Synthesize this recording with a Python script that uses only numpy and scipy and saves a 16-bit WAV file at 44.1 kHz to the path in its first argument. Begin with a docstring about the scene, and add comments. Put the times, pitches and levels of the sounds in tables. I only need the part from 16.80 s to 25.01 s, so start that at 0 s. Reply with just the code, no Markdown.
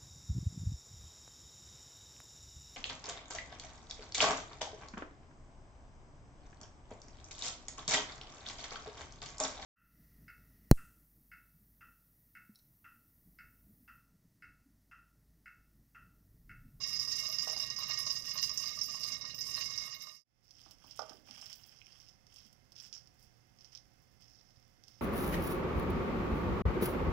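"""Hot oil sizzles over a low rumble: bursting bubbles excite the modes of a small metal pan.
The sound fades out and in again; a hand now tosses crisp, damp onion slices with flour, and their
friction and fracture make swarms of tiny clicks. The steel bowl gives one loud, hollow knock among
lighter ones. Nearly everything reaches the right microphone; the left one is faint and dull."""
import sys
import numpy as np
from scipy import signal
from scipy.fft import irfft
from scipy.io import wavfile
from scipy.ndimage import uniform_filter1d

SR = 44100
rng = np.random.default_rng(int(sys.argv[2]) if len(sys.argv) > 2 else 0)


def put_to_file(sound):
    """Save the sound as 16-bit audio at rate SR, in the file named by the first command-line argument."""
    columns = np.atleast_2d(sound).T  # one column per channel
    safe = np.clip(columns, -1, 1)
    whole_steps = np.round(safe * 32767)
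    wavfile.write(sys.argv[1], SR, whole_steps.astype(np.int16))


N = 362053
T = np.arange(N) / SR
RING_T = T[:8192]  # time axis of one short event

# Levels in the tables are relative: each layer adds its own gain.
# modes of the pan: pitch_hz, width_hz, level_db
PAN_MODES = [(635, 22, -21), (1100, 24, -13), (1203, 27, -13), (1886, 16, -10), (2164, 17, -9),
             (2530, 70, -28), (2805, 24, -8), (2850, 26, -11), (3456, 60, -28), (3790, 36, -13),
             (3835, 32, -12), (4209, 38, -10), (4791, 28, -4), (4935, 22, 0), (5071, 34, 1), (5135, 30, -7),
             (5480, 26, 1), (5562, 30, -6), (5740, 60, -17), (5953, 35, -10), (6083, 35, -14),
             (6170, 50, -16), (6363, 50, -13), (6890, 60, -19), (7095, 40, -20), (7396, 40, -23)]
# spectrum of its crowd of weak, short modes: frequency_hz, level_db
PAN_WEAK_MODES = [(300, -10), (900, -33.5), (1500, -36), (2500, 0), (4400, 7.5), (5200, 0), (6300, 10),
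                  (7600, -24), (15000, -11.5)]
# how hard the oil fries: time_s, fizz_db, coarse_db
FRYING_LEVELS = [(0, -38, -52), (.3, -38.5, -56.5), (.8, -37, -50), (.92, -46, -52.5), (1.2, -38, -51.5),
                 (1.43, -43.5, -59.5), (1.5, -38.5, -53), (1.68, -39, -56.5), (1.9, -41, -53),
                 (2.06, -41, -63), (2.3, -40.5, -51.5), (2.42, -49.5, -54.5), (2.6, -45, -61.5),
                 (2.74, -38, -54.5), (2.95, -41.5, -52), (3.1, -44.5, -54.5), (3.32, -52, -62.5),
                 (3.44, -60, -81)]
# small bubbles burst: start_s, level_db, coarse_share_db
BUBBLE_POPS = [(0.0348, -28, -10), (0.1286, -25.5, -9), (0.159, -26.5, -12), (0.1915, -24.5, -39),
               (0.2748, -29, -15), (0.5247, -31, -2), (0.5846, -21.5, -42), (0.6739, -32, -18),
               (0.7632, -28, -9), (0.7976, -29, -4), (0.8255, -31, -1.5), (0.86, -34, -5),
               (0.9014, -25.5, -17), (0.9617, -27.5, -28), (0.9882, -27.5, -29), (1.1732, -27.5, -5),
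               (1.2635, -24, -19), (1.3009, -23.5, -12), (1.4396, -46, -25), (1.5584, -31, -12),
               (1.6272, -22, -5), (1.7744, -22.5, -35), (1.7973, -34, -22), (1.8572, -26, -9),
               (1.9881, -25.5, -14.5), (2.0123, -21.5, -29), (2.2333, -23.5, -33), (2.3211, -27.5, -30),
               (2.4114, -31.5, -26), (2.4518, -30, -12), (2.582, -32, -7), (2.6085, -27.5, -35),
               (2.8574, -28.5, -21), (2.8998, -35.5, -10), (2.9761, -25, -20), (3.1248, -35, -3),
               (3.2081, -41.5, -25), (3.3482, -45.5, -24)]
# the oil boils up: crest_s, bright_db, coarse_db
BUBBLE_SURGES = [(.323, -30.5, -46), (.388, -33.5, -45), (.453, -39, -43), (1.03, -34.5, -51.5),
                 (1.108, -31.5, -38), (1.147, -36.5, -45.5), (1.199, -42, -50), (1.371, -31.5, -50),
                 (1.583, -33.5, -38), (1.637, -29.5, -43.5), (1.833, -34.5, -44.5), (2.098, -41, -52.5),
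                 (2.288, -35, -53), (2.507, -45, -45), (2.773, -43.5, -38), (2.818, -32.5, -38.5)]
# large bubbles thud: start_s, level_db
BUBBLE_GLUGS = [(0.125, -50.5), (0.273, -47), (0.432, -45.5), (0.487, -43), (0.986, -41), (1.024, -42),
                (1.097, -41), (1.191, -40.5), (1.264, -40), (1.295, -52), (1.555, -39.5), (1.692, -45.5),
                (1.837, -43), (1.972, -44.5), (2.084, -45.5), (2.146, -43), (2.33, -57), (2.443, -45),
                (2.776, -40.5), (3.132, -56), (3.271, -45)]
# sprays of fine droplets: start_s, level_db, centre_hz
OIL_SPITS = [(0.132, -48.5, 11200), (0.314, -52, 14800), (0.485, -44, 15200), (0.514, -44.5, 11900),
             (0.722, -47, 10900), (0.986, -47, 14600), (1.078, -44, 15000), (1.188, -41, 10740),
             (1.536, -45, 13000), (1.615, -42.5, 15300), (1.734, -44, 15100), (1.877, -50, 15200),
             (2.031, -45, 11500), (2.054, -45.5, 15100), (2.197, -50, 15200), (2.547, -45, 15200),
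             (2.588, -45.5, 14000), (2.795, -48, 14400), (3.144, -49, 15200), (3.22, -48.5, 12400)]
# spectrum of droplets on the pan: frequency_hz, level_db
SPRAY_SPECTRUM = [(5000, -17), (7500, 0.5), (8700, 6.5), (9400, -1.5), (10900, 1.5), (11800, -4.5),
                  (12200, 5), (13000, -6), (14100, 0), (14800, 7.5), (15400, -20)]
# strokes of the hand: start_s, length_s, crisp_db, damp_db
HAND_STROKES = [(3.627, 0.12, -67.5, -94), (3.736, 0.18, -61.5, -76), (3.98, 0.37, -60.5, -72.5),
                (4.445, .29, -52.5, -66), (4.768, 0.23, -60, -75), (5.04, .12, -60, -72.5),
                (5.178, 0.12, -61, -79.5), (5.482, 0.18, -62, -75.5), (5.946, 0.12, -53, -71.5),
                (6.131, 0.033, -47.5, -70), (6.385, 0.055, -67, -85), (6.77, 0.17, -68, -83),
                (6.921, 0.02, -59, -75), (7.391, 0.076, -64.5, -81), (7.481, 0.12, -64.5, -92),
                (7.62, 0.2, -73, -99), (8.047, .15, -65.5, -85)]
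# spectrum of crisp cracks: frequency_hz, level_db
CRISP_SPECTRUM = [(1500, -38.5), (3200, -11), (4100, -13), (4700, -3.5), (5250, 6), (5800, -0.5),
                  (6500, -12), (7500, -22), (9000, -73), (10500, -25), (13000, -63), (15000, -52)]
# spectrum of damp rubbing: frequency_hz, level_db
DAMP_SPECTRUM = [(200, -50), (600, 0), (1200, -7), (2000, -13), (2700, -4), (3250, 1), (4000, -21),
                 (6000, -3.5)]
# spectrum of wet ticks: frequency_hz, level_db
WET_SPECTRUM = [(5000, -10), (7500, -6), (9000, -14.5), (10500, -11), (14000, -10.5), (15000, -4),
                (15800, -2)]
# slices snap: start_s, level_db, damp_share_db
SLICE_SNAPS = [(3.7088, -40, -19), (3.8154, -43, -14), (3.9106, -39.5, -8), (4.1109, -32.5, -25),
               (4.1735, -39.5, -10), (4.193, -26, -24), (4.2194, -30, -30), (4.295, -33.5, -19),
               (4.614, -34, -22), (4.6595, -32.5, -40), (4.7, -36.5, -14), (4.729, -30.5, -20),
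               (5.2873, -46, -19), (5.468, -44.5, -17), (5.561, -38.5, -15), (5.5854, -40.5, -17),
               (5.664, -60, 2), (5.729, -48, -6), (5.9207, -41, -14), (5.964, -40, -27), (6.0008, -34, -31),
               (6.1277, -28.5, -35), (6.2733, -45, -20), (6.788, -46, -27), (6.809, -43, -30),
               (6.846, -38.5, -33), (6.9508, -30.5, -28), (6.9742, -37, -21), (7.4226, -45, -20),
               (7.5567, -51, -24), (7.706, -50, -20), (8.0377, -42.5, -16), (8.0815, -39.5, -16)]
# wet slices peel apart: start_s, level_db, centre_hz
PEEL_TICKS = [(3.906, -59, 14500), (4.0696, -54, 14600), (4.1615, -49.5, 8000), (4.6129, -53, 7650),
              (4.7565, -44, 15000), (4.864, -47.5, 14900), (5.5413, -54, 8400), (6.0233, -53, 7900),
              (6.3959, -57, 12800), (6.4274, -56, 10800)]
# clumps are squeezed and dropped: start_s, level_db, centre_hz
CLUMP_SQUELCHES = [(3.865, -62, 300), (4.044, -58.5, 270), (4.307, -53, 286), (4.341, -56, 417),
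                   (4.375, -60, 259), (4.486, -52.5, 2440), (4.497, -58, 231), (4.579, -54, 2470),
                   (5.016, -46.5, 2580), (5.654, -63, 224)]
# modes of the loaded bowl: pitch_hz, width_hz, level_db
BOWL_MODES = [(410, 50, -7), (520, 70, -9), (630, 12, 9), (690, 80, -2), (790, 55, 1), (900, 80, -1),
              (1160, 60, 1), (1280, 90, -3), (1500, 80, -5), (2120, 150, -15)]
# a spoon taps the pan while the oil fries, then the bowl knocks and rocks: start_s, level_db, centre_hz
METAL_KNOCKS = [(.672, -30, 587), (0.728, -39, 637), (.765, -37.5, 560), (3.862, -47.5, 990),
                (3.904, -58, 894), (4.043, -44.5, 970), (4.1924, -21.5, 890), (4.213, -36, 765),
                (4.294, -41.5, 1100), (4.319, -40, 1020), (4.488, -47, 935), (4.575, -47.5, 1140),
                (4.625, -47, 1160)]
# spectrum of the room noise: frequency_hz, level_db
ROOM_SPECTRUM = [(15, -53), (25, -1), (129, -1), (469, -15.5), (537, -17.5), (666, -16.5), (741, -16.5),
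                 (1020, -19), (2060, -18.5), (2300, -23), (3440, -22.5), (3930, -30.5), (5280, -15),
                 (7700, -34), (15500, -35)]
# spectrum of the rumble: frequency_hz, level_db
RUMBLE_SPECTRUM = [(25, -8.5), (55, 5), (80, -6), (115, 7.5), (165, 3.5), (220, -1.5), (330, -8.5),
                   (600, -9), (1500, -43.5)]
# spectrum of the noise on the left: frequency_hz, level_db
LEFT_SPECTRUM = [(25, 4), (60, 7.5), (120, 7.5), (200, -5), (330, -10), (900, -11), (1600, -16.5),
                 (3000, -18), (4000, -22.5), (15000, -26)]
# steady tones of a kitchen appliance: pitch_hz, level_db
APPLIANCE_HUM = [(48.4, -84.5), (118.4, -75), (532.9, -85), (726.7, -85.5), (775.2, -89.5), (1997, -105),
                 (2099, -86), (2600, -90.5)]
# transfer from the right side to the left: frequency_hz, gain_db
LEFT_TRANSFER = [(50, -24.5), (120, -26.5), (500, -28), (1200, -39.5), (2500, -57.5), (15000, -57)]

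CHANGE_S, DYING_S = 3.44, 0.096  # the frying scene ends; its last sizzle dies over DYING_S
FADE_OUT_S, FADE_IN_S, FADE_FLOOR = 0.54, 0.42, 0.015
FIZZ_DB, COARSE_DB, SIMMER_DB, MIST_DB = 3, 6.5, -2, -14.5
SWELL_S, EBB_DB = 0.033, -3.5  # the frying ebbs while a bubble swells
POP_DB, POP_SLOSH_DB, GLUG_SLOSH_DB = -4, -8.5, -7
STIRRING_DB, PEEL_DB = -76.5, -77.5  # rustle and faint ticks that go on between strokes
SNAP_DB, SNAP_DAMP_DB = -6, -2.5
GRIP_SHARE, RELEASE_S = 0.22, 0.031  # a stroke builds over a share of its length; the slices then settle
EDGE_HZ = 15750


def sizzle():
    """Impact excitation: small, medium and large bubbles ring the pan's high, middle and low modes."""
    shapes, mode_hz = mode_shapes(PAN_MODES), np.transpose(PAN_MODES)[0]
    low = band(shapes[mode_hz < 1500], 500, 1500)
    middle = band(shapes[(mode_hz >= 1500) & (mode_hz < 4500)], 1700, 4600)
    high = band(shapes[mode_hz >= 4500], 4300, 7800)
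    spray_ring = ringing(SPRAY_SPECTRUM, decay_s=0.0017)
    out = frying(low, middle, high, spray_ring) + pops(middle, high) + surges(middle, high)
    out += glugs(low, middle) + spits(spray_ring)
    return out * np.clip((CHANGE_S - T) / DYING_S, 0, 1)


def frying(low, middle, high, spray_ring):
    """Shot noise: dense random impulses, each ringing the pan, merge into a continuous sound."""
    fizz_level, coarse_level = frying_levels()
    fizz = sum(through(clumped(400, 4.1, clumps_per_s=22, decay_s=0.028), bright_ring(high))
               for _ in range(5))
    coarse = sum(through(clumped(150, 0.64, clumps_per_s=3.6, decay_s=0.058),
                         strike(middle, scatter_db=5, in_step=True)) for _ in range(4))
    simmer = sum(through(clicks(60, 2), strike(low, scatter_db=2)) for _ in range(3))
    mist = through(clumped(1400, 1, clumps_per_s=30, decay_s=0.024), spray_ring)
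    upper = amp(FIZZ_DB) * steadied(fizz) + amp(MIST_DB) * unit(mist)
    lower = amp(COARSE_DB) * steadied(coarse) + amp(SIMMER_DB) * unit(simmer)
    return fizz_level * upper + coarse_level * lower


def frying_levels():
    """Amplitude modulation: the gains of fizz and coarse bubbling drift, and ebb before each pop."""
    swelling = np.zeros(N)  # built in reverse time, so each swell leads up to its pop
    for s, _, _ in BUBBLE_POPS:
        add(swelling, T[-1] - s, np.exp(-(RING_T / SWELL_S) ** 2))
    time_s, fizz_db, coarse_db = np.transpose(FRYING_LEVELS)
    return [amp(np.interp(T, time_s, db) + EBB_DB * swelling[::-1]) for db in (fizz_db, coarse_db)]


def pops(middle, high):
    """Bubble resonance: each small bubble bursts at a pitch of its own and drives the pan."""
    out = np.zeros(N)
    for s, db, coarse_share_db in BUBBLE_POPS:
        rupture = burst(decay_s=0.018, after=1.16)
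        bubble = resonance(rupture, hz=5250 * amp(0.98 * rng.standard_normal()), q=3.54)
        add(out, s, amp(db + POP_DB) * peaked(through(bubble, bright_ring(high))))
        add(out, s, amp(db + coarse_share_db + POP_SLOSH_DB) * slosh(middle, after=2))
    return out


def surges(middle, high, half_length_s=0.013):
    """Superposition: swarms of bubbles swell and ebb on the pan under a Gaussian envelope."""
    out, lead_s = np.zeros(N), RING_T[-1] / 3
    envelope = np.exp(-((RING_T - lead_s) / half_length_s) ** 2)

    def swarm(ring):
        return peaked(through(clicks(2500, 4.6, size=len(RING_T)) * envelope, ring), size=500)

    for crest_s, bright_db, coarse_db in BUBBLE_SURGES:
        add(out, crest_s - lead_s, amp(bright_db) * swarm(bright_ring(high)))
        add(out, crest_s - lead_s, amp(coarse_db) * swarm(strike(middle, scatter_db=3, in_step=True)))
    return out


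def glugs(low, middle):
    """Low-mode excitation: a large bubble thuds on the pan and also stirs its middle modes."""
    out = np.zeros(N)
    for s, db in BUBBLE_GLUGS:
        thud = strike(low, scatter_db=2.5)
        add(out, s, amp(db - 1.5) * peaked(through(burst(decay_s=0.024, after=1), thud)))
        add(out, s, amp(db + GLUG_SLOSH_DB) * slosh(middle, after=1))
    return out


def spits(spray_ring):
    """Brief impacts carry high frequencies: fine droplets hiss in a narrow treble band."""
    out = np.zeros(N)
    for s, db, hz in OIL_SPITS:
        droplets = through(burst(decay_s=0.021, after=6.7), spray_ring)
        add(out, s, amp(db + 1) * peaked(band(droplets, 0.91 * hz, 1.13 * hz)))
    return out


def bright_ring(high):
    """Impulse response of the pan: its high modes over a crowd of weak, short ones."""
    return unit(strike(high, scatter_db=2.5)) + amp(-18) * ringing(PAN_WEAK_MODES, decay_s=0.01)


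def slosh(middle, after):
    """Forced response of the pan's middle modes to one bursting bubble."""
    rupture = burst(decay_s=0.016, after=after)
    return peaked(through(rupture, strike(middle, scatter_db=3, in_step=True)))


def onions():
    """Friction, fracture and adhesion of the tossed slices, heard with a short reverberation."""
    return room(rustle() + snaps() + peeling() + squelches(), t60=0.22, wet_db=-9)


def rustle():
    """Stick-slip friction: slices rub and crack in clumps of clicks, each at a pitch of its own."""
    mixing = fade() * (T > CHANGE_S)
    crisp_level, damp_level = amp(STIRRING_DB) * mixing, np.zeros(N)
    for start_s, length_s, crisp_db, damp_db in HAND_STROKES:
        grip = np.clip((T - start_s) / (GRIP_SHARE * length_s), 0, 1)
        release = np.exp(-np.clip(T - start_s - length_s, 0, 1) / RELEASE_S)
        crisp_level += amp(crisp_db) * grip * release
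        damp_level += amp(damp_db) * grip * release
    crisp = sum(resonance(clumped(500, 3.8, clumps_per_s=10, decay_s=0.012), hz, q=3)
                for hz in np.geomspace(3800, 9000, 5))
    damp = sum(resonance(clumped(300, 3.5, clumps_per_s=8, decay_s=0.012), hz, q=3.5)
               for hz in np.geomspace(1500, 3600, 4))
    fine = unit(colour(clumped(1200, 3.5, clumps_per_s=18, decay_s=0.02), WET_SPECTRUM))
    faint_ticks = unit(colour(clumped(220, 3.4, clumps_per_s=24, decay_s=0.02), WET_SPECTRUM))
    out = crisp_level * (amp(-0.5) * steadied(colour(crisp, CRISP_SPECTRUM)) + amp(-12) * fine)
    out += damp_level * amp(8) * steadied(colour(damp, DAMP_SPECTRUM))
    return out + amp(PEEL_DB) * mixing * faint_ticks


def snaps():
    """Brittle fracture: a slice breaks in one short burst with a crisp and a damp part."""
    out = np.zeros(N)
    for s, db, damp_share_db in SLICE_SNAPS:
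        crack = burst(decay_s=0.0074, after=0.95)
        add(out, s, amp(db + SNAP_DB) * peaked(colour(crack, CRISP_SPECTRUM)))
        add(out, s, amp(db + damp_share_db + SNAP_DAMP_DB) * peaked(colour(crack, DAMP_SPECTRUM)))
    return out


def peeling():
    """Adhesion gives way: wet slices part with a fine tick."""
    out = np.zeros(N)
    for s, db, hz in PEEL_TICKS:
        peel = colour(burst(decay_s=0.022, after=1.77), WET_SPECTRUM)
        add(out, s, amp(db - 1.5) * peaked(resonance(peel, hz, q=1.9)))
    return out


def squelches(decay_cycles=13):
    """Equal damping per cycle: squeezed clumps resonate, and the low ones last longer."""
    out = np.zeros(N)
    for s, db, hz in CLUMP_SQUELCHES:
        press = resonance(burst(decay_s=decay_cycles / hz, after=0.98), hz, q=2.4)
        add(out, s, amp(db + 0.5) * peaked(resonance(press, hz, q=5)))
    return out


def metal_knocks():
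    """Damped modes: a spoon taps the pan during the frying, later the full bowl knocks hollowly, and a softer
    blow excites lower frequencies."""
    shapes, out = mode_shapes(BOWL_MODES), np.zeros(N)
    for s, db, hz in METAL_KNOCKS:
        ring = strike(shapes, scatter_db=1)
        add(out, s, amp(db - 7.5) * peaked(resonance(ring, hz, q=1.37)))
    return room(out, t60=0.27, wet_db=-1.5)


def room(x, t60, wet_db):
    """Reverberation: adds a diffuse kitchen tail whose upper part dies sooner."""
    t = T[:SR // 2]
    hiss = rng.standard_normal(len(t)) * (t > 0.004)
    dull = band(hiss, 150, 580)
    tail = dull * amp(-60 * t / (1.9 * t60)) + (hiss - dull) * amp(-60 * t / t60)
    return x + amp(wet_db) * through(x, tail / np.linalg.norm(tail))


def background():
    """Noise floor (left, right): room noise and hum, with a rumble while the oil fries."""
    hum = sum(amp(db + 6) * np.sin(2 * np.pi * (hz * T + rng.random())) for hz, db in APPLIANCE_HUM)
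    rumble = amp(-57.5) * noise(RUMBLE_SPECTRUM) * (T < CHANGE_S)
    right = amp(-65) * noise(ROOM_SPECTRUM) + hum + rumble
    left = amp(-74.5) * noise(LEFT_SPECTRUM)
    return np.array([left, right]) * fade()


def fade():
    """Linear gain ramps, down to the change of scene and up again."""
    return np.clip(np.maximum((CHANGE_S - T) / FADE_OUT_S, (T - CHANGE_S) / FADE_IN_S), FADE_FLOOR, 1)


def clicks(per_s, spread_db, size=N):
    """Poisson impulses of either sign: many small, a few large."""
    draw, out = rng.random(size), np.zeros(size)
    hit = np.flatnonzero(draw < per_s / SR)
    height_db = spread_db * np.minimum(rng.standard_exponential(size)[hit], 4)
    out[hit] = amp(height_db) * np.sign(draw[hit] - 0.5 * per_s / SR)
    return out


def clumped(per_s, spread_db, clumps_per_s, decay_s):
    """Modulated impulses: swarms of clicks start sharply and decay exponentially."""
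    onsets = abs(clicks(clumps_per_s, 0.75))
    swarms = signal.lfilter([1], [1, -np.exp(-1 / (decay_s * SR))], onsets)
    return clicks(per_s, spread_db) * (0.38 + swarms)


def burst(decay_s, after):
    """Transient: a unit click and a dying swarm whose energy is `after` squared."""
    swarm = clicks(3000, 4, size=len(RING_T)) * np.exp(-RING_T / decay_s)
    swarm *= after / (np.linalg.norm(swarm) + 1e-12)
    swarm[0] += 1
    return swarm


def mode_shapes(modes):
    """Free vibration: one damped sine per mode, decaying faster the wider its peak."""
    hz, width, db = np.transpose(modes)[:, :, None]
    return amp(db) * width * np.exp(-np.pi * width * RING_T) * np.sin(2 * np.pi * hz * RING_T)


def strike(shapes, scatter_db, in_step=False):
    """Modal sum, weighted by the place of impact; modes in step cancel between their peaks."""
    signs = 1 if in_step else rng.choice([-1, 1], len(shapes))
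    return (signs * amp(scatter_db * rng.standard_normal(len(shapes)))) @ shapes


def ringing(spectrum, decay_s):
    """Modal overlap: many random modes blend into a short, decaying noise."""
    return unit(colour(rng.standard_normal(len(RING_T)) * np.exp(-RING_T / decay_s), spectrum))


def noise(spectrum):
    """Stationary noise of rms 1 with the given spectrum."""
    return unit(colour(rng.standard_normal(N), spectrum))


def colour(x, spectrum, size=8192):
    """Minimum-phase filter with the given spectrum."""
    hz, db = np.transpose(spectrum)
    bin_hz = abs(np.fft.fftfreq(size, 1 / SR))
    log_gain = np.log(amp(np.interp(np.log(bin_hz + 1), np.log(hz), db)))
    response = np.exp(np.conj(signal.hilbert(log_gain)))
    return through(x, irfft(response[:size // 2 + 1], size))


def resonance(x, hz, q):
    """Second-order resonator at hz with quality factor q."""
    return signal.lfilter(*signal.iirpeak(min(hz, 0.45 * SR), q, fs=SR), x)


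def band(x, low_hz, high_hz):
    """Causal band-pass."""
    sections = signal.butter(2, [low_hz, min(high_hz, 0.45 * SR)], "band", fs=SR, output="sos")
    return signal.sosfilt(sections, x)


def through(x, response):
    """Convolution, cut to the length of x."""
    return signal.oaconvolve(x, response)[:len(x)]


def amp(db):
    """Decibels to gain."""
    return 10 ** (np.asarray(db) / 20)


def unit(x):
    """Normalisation to rms 1."""
    return x / np.sqrt(np.mean(x ** 2) + 1e-30)


def peaked(x, size=88):
    """Normalisation of the loudest `size` samples to rms 1."""
    return x / np.sqrt(uniform_filter1d(x ** 2, size).max() + 1e-30)


def steadied(x, size=2600):
    """Division by the running rms evens out slow swings and keeps the grain."""
    power = uniform_filter1d(uniform_filter1d(x ** 2, size), size)
    return x / np.sqrt(abs(power) + 1e-20)


def add(mix, s, sound):
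    """Superposes a sound at time s."""
    part = mix[max(round(s * SR), 0):][:len(sound)]
    part += sound[:len(part)]


def scene():
    """Superposition: all sources sit on the right; a dull trace reaches the left."""
    left, right = background()
    knocks, tossing = metal_knocks(), onions()
    right = right + sizzle() + tossing + knocks
    left_knocks = amp(-22) * room(knocks, t60=0.48, wet_db=-6) * (T > CHANGE_S)
    left = left + colour(right, LEFT_TRANSFER) + left_knocks + amp(-43) * tossing
    return np.array([left, right])


def record(dry):
    """Band limiting: a steep low-pass removes the treble above EDGE_HZ."""
    low_pass = signal.firwin(511, EDGE_HZ, window=("kaiser", 9), fs=SR)
    return signal.oaconvolve(dry, low_pass[None], "same")


dry = scene()
out = record(dry)
put_to_file(out)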